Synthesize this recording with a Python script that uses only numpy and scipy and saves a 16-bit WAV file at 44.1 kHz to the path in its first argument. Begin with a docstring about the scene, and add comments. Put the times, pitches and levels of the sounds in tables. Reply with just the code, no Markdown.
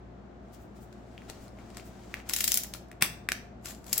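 """Notched metal tube pulled out by hand

Close up, in a small hard-walled room with a machine humming. Hands rub and tap the tube; it slides
and its sprung catch rattles over the notches. It clacks against its end stop, knocks twice in its
plastic collar, slides again and clicks over two more notches. Metal contacts are a burst of chatter
plus the tube's modes; sliding and rubbing are dense tiny slips."""
import sys
import numpy as np
from scipy import signal
from scipy.fft import rfft, irfft
from scipy.io import wavfile

SR = 44100
rng = np.random.default_rng(int(sys.argv[2]) if len(sys.argv) > 2 else 0)


def wav_record(signal):
    """Record a signal, one row per channel, as 16-bit PCM in the file named by sys.argv[1]."""
    frames = np.transpose(np.atleast_2d(signal))
    bounded = np.clip(frames, -1, 1)
    # unit amplitude maps onto the largest positive 16-bit level
    quanta = np.round(bounded * 32767).astype(np.int16)
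    wavfile.write(sys.argv[1], SR, quanta)


N = 176400
T = np.arange(N) / SR
HIT_T = T[:N // 16]
HIT_S = 0.005  # hit level = rms with all its energy in this span
FRICTION_WIDE_HZ = 4930

# spectrum of the catch on the tube (frequency [Hz], gain [dB])
CATCH_COLOUR = [(200, -19), (1100, -16), (2000, -1), (3300, -2.5), (5400, 0.5), (7500, 1), (8900, -2.5),
                (10000, -0.5), (13000, 1.5), (15500, -3.5)]
# spectrum of the end stop (frequency [Hz], gain [dB])
STOP_COLOUR = [(60, -14.5), (190, 1), (480, -16), (850, -9), (1070, -3.5), (1650, -6), (2100, -1),
               (2700, 2), (3050, -12), (3500, -1), (4200, -15), (5600, -9), (6400, -13), (6950, -18.5),
               (7700, -9), (10300, -8.5), (13000, -11.5), (13900, -20), (15500, -9)]


def undb(db):
    """Decibels to gain."""
    return 10 ** (np.asarray(db) / 20)


def unit(x):
    """Scale to a mean channel energy of 1."""
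    return x / np.sqrt(np.mean(np.sum(x ** 2, axis=-1)))


def pan(db):
    """Stereo gains, left louder by db."""
    return undb(np.array([[db], [-db]]) / 2)


def at_hz(points, hz):
    """Read a table on a log-frequency axis."""
    knots_hz, values = np.array(points).T
    return np.interp(np.log(hz + 1), np.log(knots_hz), values)


def colour(x, points, tilt_db_oct=0):
    """Minimum-phase filter from a spectrum table, tilted above 500 Hz."""
    n = x.shape[-1]
    hz = np.fft.rfftfreq(n, 1 / SR)
    gain_db = at_hz(points, hz) + tilt_db_oct * np.log2(np.maximum(hz, 500) / 500)
    cepstrum = irfft(np.log(undb(gain_db)), n)
    return irfft(rfft(x) * np.exp(rfft(2 * cepstrum[:n // 2], n)), n)


def spread(pair, wide_hz):
    """Two unrelated signals to stereo: alike in the bass, unrelated above wide_hz."""
    n = pair.shape[-1]
    hz = np.fft.rfftfreq(n, 1 / SR)
    side = irfft(rfft(pair[1]) * hz / np.hypot(hz, wide_hz), n)
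    return np.array([pair[0] + side, pair[0] - side])


def shape_noise(pair, points, wide_hz, tilt_db_oct=0):
    """Noise pair to coloured stereo, rms 1."""
    return unit(spread(colour(pair, points, tilt_db_oct), wide_hz)) * np.sqrt(pair.shape[-1])


def add(out, start_s, x):
    """Mix x in at start_s."""
    i = int(start_s * SR)
    out[:, i:i + x.shape[1]] += x[:, :N - i]


def contact_point(hz, scatter_db=3.5, step_hz=520):
    """Each place of contact favours its own resonances: random gain along frequency."""
    knots_hz = np.arange(0, SR / 2, step_hz)
    ripple = np.interp(hz, knots_hz, rng.standard_normal(len(knots_hz)))
    return undb(scatter_db * ripple * hz / np.hypot(hz, 2500))


def tube_ring(grip_per_s, detune=0.012, scatter_db=4):
    """Tube modes, varied per strike and damped further by the grip."""
    # free modes (frequency [Hz], level [dB], t60 [s])
    modes = [(1084, -2.5, 0.18), (1422, 1, 0.3), (1830, -8.5, 0.079), (2120, -10.5, 0.36),
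             (2750, -13, 0.092), (3840, -2.5, .08), (5155, -3, 0.08), (5300, -1.5, .14), (7670, -2, 0.28),
             (7560, 1, 0.13), (10230, 0.5, 0.2), (11870, -1, .11), (15300, 7.5, .1), (15500, -6, .1)]
    ring = 0
    for hz, db, t60_s in modes:
        cycles = hz * (1 + detune * rng.standard_normal()) * HIT_T + rng.random((2, 1))
        gain = undb(db + scatter_db * rng.standard_normal())
        decay = np.exp(-np.log(1000) * HIT_T * (1 / t60_s + grip_per_s))
        ring = ring + gain * np.sin(2 * np.pi * cycles) * decay
    return ring


def hit(points, db, tilt_db_oct, decay_s, ring_db, wide_hz=3000, grip_per_s=20):
    """One contact: the faces chatter briefly and the tube rings."""
    n = len(HIT_T)
    envelope = np.exp(-HIT_T / decay_s) * (1 - np.exp(-2 * HIT_T / decay_s))
    chatter = rfft(rng.standard_normal((2, n)) * envelope)
    spectrum = contact_point(np.fft.rfftfreq(n, 1 / SR)) * chatter / np.abs(chatter)
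    crack = irfft(spectrum, n) * np.exp(-HIT_T / (10 * decay_s))
    strike = unit(crack) + undb(ring_db) * unit(tube_ring(grip_per_s))
    stereo = spread(colour(strike, points, tilt_db_oct), wide_hz)[:, :n // 2]
    return np.array([unit(side) for side in stereo]) * undb(db) * np.sqrt(HIT_S * SR)


def friction(curve, points, grain_db, rate_hz):
    """Dense tiny slips of uneven size under a level curve; silent outside it."""
    grain_index = np.linspace(0, T[-1] * rate_hz, N // 10)
    coarse_grain = np.interp(grain_index, np.arange(N), rng.standard_normal(N))
    grain = np.interp(T, np.linspace(0, T[-1], N // 10), coarse_grain)
    slips = rng.standard_normal((2, N)) * undb(grain_db * grain)
    times_s, db = np.array(curve).T
    envelope = undb(np.interp(T, times_s, db)) * (T >= times_s[0]) * (T <= times_s[-1])
    return shape_noise(slips, points, FRICTION_WIDE_HZ) * envelope


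def background():
    """Ventilation noise and steady motor hum."""
    # ventilation spectrum (frequency [Hz], relative density [dB])
    air_colour = [(22, -29), (38, -18), (52, 1), (80, -2), (150, -3.5), (210, 2), (290, -4.5), (360, -5),
                  (500, -10.5), (700, -7.5), (950, -17.5), (1450, -20), (2500, -31.5), (5000, -40.5),
                  (7500, -44.5), (9500, -60), (16000, -58.5)]
    # motor tones (frequency [Hz], level [dB])
    tones = [(58.5, -54.5), (117.2, -58.5), (198, -61), (358, -63.5), (644, -70.5), (704, -68.5)]
    air = shape_noise(rng.standard_normal((2, N)), air_colour, wide_hz=553) * undb(-50)
    hum = sum(np.sqrt(2) * undb(db) * np.sin(2 * np.pi * (hz * T + rng.random())) for hz, db in tones)
    return air + hum


def hands():
    """Fingers rub along the tube, tap it and scuff it as they change grip."""
    # rubbing (time [s], level [dB])
    rub = [(.42, -79), (.56, -63.5), (.72, -76), (.88, -68.5), (1.05, -68.5), (1.19, -63), (1.33, -58),
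           (1.47, -61), (1.51, -68.5), (1.68, -61.5), (1.8, -61.5), (2.1, -58.5), (2.2, -53), (2.27, -90)]
    # spectrum of skin on metal (frequency [Hz], gain [dB])
    rub_colour = [(300, 10), (1300, 4), (2500, -1), (4500, -4.5), (7500, -6), (8800, -11.5), (12500, -18.5),
                  (15500, -15)]
    # taps of fingers and fittings (time [s], level [dB], tilt [dB/oct])
    taps = [(0.545, -60, 1), (0.927, -56.5, -1.5), (1.2982, -40, 2.5), (1.48, -56.5, 0), (1.7024, -56, -2),
            (1.7468, -54, -2.5), (1.77, -40.5, 0.5), (2.168, -48, -7.5), (2.309, -41, -3.5),
            (2.7372, -35.5, 2), (2.748, -45, -7.5), (2.885, -66, 2.5), (3.6575, -38, .7), (3.67, -43.5, 1),
            (3.748, -52, 1), (3.842, -54, 0)]
    # tap spectrum (frequency [Hz], gain [dB])
    tap_colour = [(150, -10.5), (400, -16.5), (1100, 2.5), (2400, 4.5), (3200, 1.5), (5200, 4),
                  (7500, -0.5), (9000, -1), (15500, -10.5)]
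    # skin scuffs (peak time [s], half length [s], level [dB], tilt [dB/oct])
    scuffs = [(0.543, .016, -55.5, 7.5), (0.622, 0.032, -62, 13), (0.773, 0.021, -63, 3.5),
              (.828, 0.022, -57, 10), (1.295, .01, -46.5, -0.5), (1.435, 0.039, -60.5, 6),
              (1.606, 0.039, -55.5, -2.5), (1.786, 0.035, -54, 0), (1.869, .025, -56, 8.5),
              (2.285, 0.027, -54, 1)]
    out = friction(rub, rub_colour, grain_db=1.5, rate_hz=300)
    for time_s, db, tilt_db_oct in taps:
        add(out, time_s, hit(tap_colour, db, tilt_db_oct, decay_s=0.0015, ring_db=-9))
    centre_s = HIT_T[-1] / 2
    for peak_s, half_s, db, tilt_db_oct in scuffs:
        hiss = shape_noise(rng.standard_normal((2, len(HIT_T))), rub_colour, FRICTION_WIDE_HZ, tilt_db_oct)
        swell = np.exp(-((HIT_T - centre_s) / half_s) ** 2)
        add(out, peak_s - centre_s, hiss * undb(db) * swell)
    return out


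def sliding():
    """Metal scrapes in the sleeve: a long pull, later a short nudge."""
    # pull (time [s], level [dB])
    pull = [(2.28, -67), (2.3, -48), (2.37, -38), (2.47, -40.5), (2.58, -39), (2.63, -53.5), (2.68, -72.5),
            (2.725, -74.5), (2.755, -47.5), (2.81, -80)]
    # nudge (time [s], level [dB])
    nudge = [(3.61, -84), (3.655, -46), (3.71, -46.5), (3.76, -68.5), (3.82, -75), (3.87, -51),
             (3.92, -47.5), (4, -36)]
    # nudge spectrum (frequency [Hz], gain [dB])
    nudge_colour = [(300, 0.5), (1200, -1), (2400, -1), (5200, -2.5), (6200, -2.5), (7500, 6), (8600, -7),
                    (10800, -4), (12400, -2), (14000, -4.5), (15600, -6.5)]
    scrape = friction(pull, CATCH_COLOUR, grain_db=0.5, rate_hz=600)
    return scrape + friction(nudge, nudge_colour, grain_db=4, rate_hz=210)


def collar_knocks():
    """The tube knocks in its plastic collar: a hollow, fast-dying thud plus a metal tick."""
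    # knocks (time [s], thud level [dB], tick level [dB], thud pitch [ratio])
    knocks = [(1.179, -46.5, -63, 1.3), (1.2195, -55, -68, 1), (1.2982, -45, -60, 0.283),
              (1.5876, -56, -63, 1.06), (1.7815, -54, -61, 1.4), (1.7975, -49.5, -55, 1.1),
              (2.1411, -31, -40.5, 1.05), (2.2013, -51, -74, 1.2), (2.915, -50.5, -50.5, 1),
              (2.9295, -57.5, -65, 1.04), (3.2884, -25, -30.5, 0.98), (3.3189, -28.5, -25.5, 0.95)]
    # collar spectrum at pitch 1 (frequency [Hz], gain [dB])
    collar_colour = [(150, -21.5), (900, -21.5), (1300, -6.5), (1900, 1), (2550, -1), (3100, -19),
                     (3700, -15.5), (6000, -31.5), (15000, -53.5)]
    push = signal.unit_impulse((1, len(HIT_T)))
    out = np.zeros((2, N))
    for time_s, thud_db, tick_db, pitch in knocks:
        shifted = [(hz * pitch, db) for hz, db in collar_colour]
        thud = colour(push, shifted)[:, :len(HIT_T) // 2]
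        add(out, time_s, unit(thud) * undb(thud_db) * np.sqrt(HIT_S * SR))
        tick = hit(CATCH_COLOUR, tick_db, tilt_db_oct=-5, decay_s=0.0013, ring_db=-8, grip_per_s=45)
        add(out, time_s, tick)
    return out


def end_stop():
    """The collar touches, then is struck hard; loose parts shudder."""
    # contacts (time [s], level [dB], tilt [dB/oct])
    contacts = [(3.011, -40, -2.5), (3.0174, -35, -5), (3.023, -13.5, 0.5)]
    # loose parts (time [s], level [dB])
    shudder = [(3.008, -50.5), (3.021, -33.5), (3.031, -29.5), (3.05, -31), (3.075, -47), (3.11, -67)]
    out = friction(shudder, STOP_COLOUR, grain_db=-2, rate_hz=1100)
    for time_s, db, tilt_db_oct in contacts:
        clack = hit(STOP_COLOUR, db, tilt_db_oct, decay_s=0.0012, ring_db=-10.5, wide_hz=4500,
                    grip_per_s=34)
        add(out, time_s, clack)
    return out


def ratchet(rebound_s=0.0024):
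    """The sprung catch snaps into each notch and rebounds once, with less ring."""
    # catch drops (time [s], level [dB], tilt [dB/oct], relative rebound level [dB])
    notches = [(2.2908, -34.5, 1, -13), (2.2955, -29, -3.5, -36.5), (2.3354, -24, -1, -2),
               (2.3632, -26, -2, -7.5), (2.386, -31.5, -1, -10), (2.406, -25, -1.5, -2),
               (2.4412, -21, .5, -7.5), (2.4777, -22.5, -0.5, -1), (2.5135, -39, -3, -5.5),
               (2.5188, -20, 0.5, -13), (2.5421, -19.5, 3.5, -14), (2.5567, -29, 2.5, -19.5),
               (2.573, -19.5, 3, -7), (2.635, -32.5, 1.5, -7), (2.6452, -46, -8, -14),
               (3.929, -22, 1, -1.5), (3.9783, -22, 5.5, 0.5)]
    out = np.zeros((2, N))
    for time_s, db, tilt_db_oct, rebound_db in notches:
        snap = hit(CATCH_COLOUR, db, tilt_db_oct, decay_s=0.00088, ring_db=-6.5, grip_per_s=16)
        rebound = hit(CATCH_COLOUR, db + rebound_db, tilt_db_oct + 0.5, decay_s=0.0014, ring_db=-20)
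        add(out, time_s, snap)
        add(out, time_s + rebound_s, rebound)
    return out


def room(x, tail_db=-7, build_s=0.002):
    """Near reflections and a diffuse tail whose treble dies first."""
    # reverberation (frequency [Hz], t60 [s])
    decays = [(150, 1.8), (1000, 0.45), (2500, 0.4), (6000, 0.3758), (10000, 0.24), (16000, 0.29)]
    # reflections off floor, box and body (delay [s], level [dB])
    echoes = [(.0052, -16), (.0083, -14.5), (0.0101, -15), (0.0153, -19.5)]
    t = T[:N // 5]
    hz = np.fft.rfftfreq(len(t), 1 / SR)
    noise = rfft(spread(rng.standard_normal((2, len(t))), wide_hz=900))
    tail = 0
    for centre_hz, t60_s in decays:
        band = at_hz([(knot_hz, knot_hz == centre_hz) for knot_hz, _ in decays], hz)
        tail = tail + irfft(noise * band, len(t)) * np.exp(-np.log(1000) * t / t60_s)
    response = undb(tail_db) * unit(tail * (1 - np.exp(-t / build_s)))
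    for delay_s, db in echoes:
        for side in response:
            jitter = 1 + 0.04 * rng.standard_normal()
            side[int(delay_s * SR * jitter)] += undb(db)
    return signal.fftconvolve(x, response, axes=1)[:, :N]


def scene():
    """Catch, sliding and hands to the left, clacks nearer the middle; room and background added."""
    handling = ratchet() + sliding() + hands()
    clacks = end_stop() + collar_knocks()
    reverb = room(handling + undb(-1.8) * clacks)
    return handling * pan(db=5.5) + clacks * pan(db=3.5) + reverb * pan(db=1) + background() * pan(db=2)


def record(dry):
    """Steep low-pass at 15.9 kHz."""
    return signal.sosfilt(signal.ellip(10, 0.2, 70, 15900, fs=SR, output="sos"), dry)


dry = scene()
out = record(dry)
wav_record(out)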